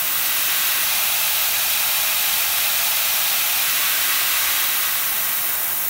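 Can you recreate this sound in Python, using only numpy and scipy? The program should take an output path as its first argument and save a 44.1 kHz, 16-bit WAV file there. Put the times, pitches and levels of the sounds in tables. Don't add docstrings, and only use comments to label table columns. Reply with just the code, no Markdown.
import sys
import numpy as np
from scipy import signal
from scipy.fft import rfft, irfft
from scipy.io import wavfile

SR = 44100
rng = np.random.default_rng(int(sys.argv[2]) if len(sys.argv) > 2 else 0)


def digitize_waveform(pressure):
    field = np.atleast_2d(pressure).T
    bounded = np.clip(field, -1, 1)
    quanta = np.round(bounded * 32767).astype(np.int16)
    wavfile.write(sys.argv[1], SR, quanta)


N = 259749
TIME = np.arange(N) / SR
BINS = np.fft.rfftfreq(N, 1 / SR)

# frequency in Hz, relative level in dB per Hz.
SHOP_COLOUR = [(20, -42), (32, -25), (48, -2.5), (68, -1.5), (100, -6.5), (130, -1.5), (185, -1),
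               (235, -5.5), (310, -2), (440, -7.5), (560, -7.5), (900, -22), (2000, -60)]
# frequency in Hz, nominal width in Hz, level in dB relative to the hum level.
HUM_LINES = [(61, 5.1, 1), (125, 4.3, -4.5), (179.6, 3.8, -7)]
# extra delay at the start, middle and end in ms.
ECHO_PATHS_MS = [(1.5, 1.57, 1.59), (1.14, 1.35, 1.66), (1.07, 1.15, 1.22), (2.33, 2.38, 2.4),
                 (2.44, 2.49, 2.6), (2.76, 2.83, 2.94)]
ECHO_GAINS = [0.13, 0.12, 0.058, 0.033, 0.12, 0.13]
# frequency in Hz, relative level in dB per Hz.
JET_COLOUR = [(350, -31), (640, -11), (1100, -11), (2200, -17.5), (3950, -17.5), (4850, -22), (5500, -14.5),
              (8000, -13), (9200, -9), (10450, -11.5), (11300, -7), (12200, -4), (14400, -3.5), (15600, -6)]
# frequency in Hz, nominal width in Hz, relative level in dB.
ORIFICE_MODES = [(14750, 300, -7), (15250, 240, -3), (15590, 220, 0)]
# time in seconds, level in dB.
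STRIKE_FORCE = [(0.03, -28.5), (0.08, -27.5), (0.55, -25), (2.95, -24.5), (4.52, -24.5), (5.38, -30.5),
                (5.89, -34.5)]
# frequency in Hz, relative level in dB per Hz.
ROAR_COLOUR = [(550, -34), (1100, -7.5), (1800, -5), (2700, 0), (3100, 1.5), (3950, -0.5), (4130, -0.5),
               (4600, -1.5), (4900, -5), (5120, -3.5), (5700, -2), (7700, -6), (10400, -7.5), (11300, -3.5),
               (15000, -21)]
# frequency in Hz, nominal width in Hz, relative level in dB.
EDGE_MODES = [(2470, 110, 0), (2640, 150, 1), (3860, 130, 1)]
# frequency in Hz, nominal width in Hz, relative level in dB.
HOLLOW_MODES = [(672, 104, -0.5), (837, 144, 2), (1320, 190, 1), (1648, 48, 3.5), (2084, 30, 6.5),
                (2410, 73, 6), (3350, 38, 5), (3670, 93, -1.5), (4600, 160, -5), (5140, 120, -3)]
# frequency in Hz, nominal width in Hz, relative level in dB.
HIGHER_MODES = [(1123, 90, 0), (1264, 90, -0.5), (1555, 225, 1), (1954, 194, 2), (2234, 140, 0),
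                (2890, 250, -4.5), (3690, 190, -5.5), (5270, 58, -18)]
# frequency in Hz, nominal width in Hz, relative level in dB.
PUFF_MODES = [(348, 145, 0)]


def amp(db):
    return 10 ** (np.asarray(db) / 20)


def unit(x):
    return x / np.sqrt(np.mean(x ** 2) + 1e-20)


def colour(points):
    hz, db = np.transpose(points)
    return amp(np.interp(np.log(BINS + 1), np.log(hz + 1), db))


def resonances(modes):
    power = 0
    for hz, width, db in modes:
        peak = amp(db) / (1 + ((BINS - hz) / (0.6 * width)) ** 2)
        power = power + peak ** 2
    return np.sqrt(power)


def turbulence(gain):
    white = rfft(rng.standard_normal(N))
    return unit(irfft(white * gain, N))


def wander(rate_hz):
    return turbulence(1 / (1 + (BINS / rate_hz) ** 4))


def machine_hum(level_db=-58.5, waver_db=1.5, drift_share=0.246, throb_hz=6.5, throb_depth=0.73):
    lines = []
    for hz, width, db in HUM_LINES:
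        pitch_hz = hz + drift_share * width * wander(width)
        tone = np.sqrt(2) * np.sin(2 * np.pi * np.cumsum(pitch_hz) / SR)
        lines.append(amp(level_db + db + waver_db * wander(width)) * tone)
    throb = 1 + throb_depth * np.sin(2 * np.pi * (throb_hz * TIME + rng.random()))
    return throb * lines[0] + sum(lines[1:])


def workshop(rumble_db=-49.5):
    return amp(rumble_db) * turbulence(colour(SHOP_COLOUR)) + machine_hum()


def reflections(x, count=14):
    treble = irfft(rfft(x) * BINS ** 4 / (BINS ** 4 + 4500 ** 4), N)
    fine = signal.resample_poly(treble, 10, 1)
    fine_time = np.arange(len(fine)) / (10 * SR)
    first_ms = rng.uniform(1.8, 9, (count, 1))
    clutter_ms = first_ms + np.cumsum(rng.normal(0, .07, (count, 3)), 1)
    paths = list(ECHO_PATHS_MS) + list(clutter_ms)
    gains = list(ECHO_GAINS) + [.06] * count
    out = x.copy()
    for path_ms, gain in zip(paths, gains):
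        arc = np.polyfit([0, .5, 1], path_ms, 2)
        delay_s = np.polyval(arc, TIME / TIME[-1]) / 1000
        out += gain * np.interp(TIME - delay_s, fine_time, fine, left=0)
    return out


def nozzle(level_db=-21.5, shrill_db=-29.0, sputter_db=0.9, sputter_hz=900):
    jet = amp(level_db) * turbulence(colour(JET_COLOUR))
    shrill = amp(shrill_db) * turbulence(resonances(ORIFICE_MODES))
    return (jet + shrill) * amp(sputter_db * wander(sputter_hz))


def strike_force():
    seconds, db = np.transpose(STRIKE_FORCE)
    force_db = np.interp(TIME, seconds, db)
    return force_db - np.median(force_db)


def hollowness(from_s=0.86, until_s=3.65, changeover_s=0.072):
    inside_s = np.minimum(TIME - from_s, until_s - TIME)
    return np.clip(.5 + inside_s / changeover_s, 0, 1)


def plate_roar(hollow, roar_db=-24.5, edge_db=-33.0, edge_gain_db=0.4):
    roar = amp(roar_db) * turbulence(colour(ROAR_COLOUR))
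    edge = amp(edge_db + edge_gain_db * hollow) * turbulence(resonances(EDGE_MODES))
    return roar + edge


def cut_rings(hollow, hollow_db=-39.0, hollow_gain_db=6.0, higher_db=-31.0, higher_loss_db=6.5,
              higher_growth_db_per_s=0.46):
    low_ring = amp(hollow_db + hollow_gain_db * hollow) * turbulence(resonances(HOLLOW_MODES))
    high_level_db = higher_db + higher_growth_db_per_s * TIME - higher_loss_db * hollow
    high_ring = amp(high_level_db) * turbulence(resonances(HIGHER_MODES))
    return low_ring + high_ring


def low_puff(hollow, level_db=-53.0):
    return amp(level_db) * (1 - hollow) * turbulence(resonances(PUFF_MODES))


def strike(roar_steepness=1.33, ring_steepness=0.9, gust_db=0.3, gust_hz=12):
    force_db = strike_force()
    hollow = hollowness()
    roar = amp(roar_steepness * force_db) * plate_roar(hollow)
    rings = amp(ring_steepness * force_db) * cut_rings(hollow)
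    return (roar + rings + low_puff(hollow)) * amp(gust_db * wander(gust_hz))


def scene():
    sound = workshop() + reflections(nozzle() + strike())
    return np.array([sound, sound])


def record(dry, low_cut_hz=36, band_limit_hz=15800):
    roll_off = BINS ** 4 / np.hypot(BINS ** 4, low_cut_hz ** 4)
    thinned = irfft(rfft(dry) * roll_off, N)
    taps = signal.firwin(1023, band_limit_hz, window=("kaiser", 9), fs=SR)
    return signal.oaconvolve(thinned, taps[None], "same")


dry = scene()
out = record(dry)
digitize_waveform(out)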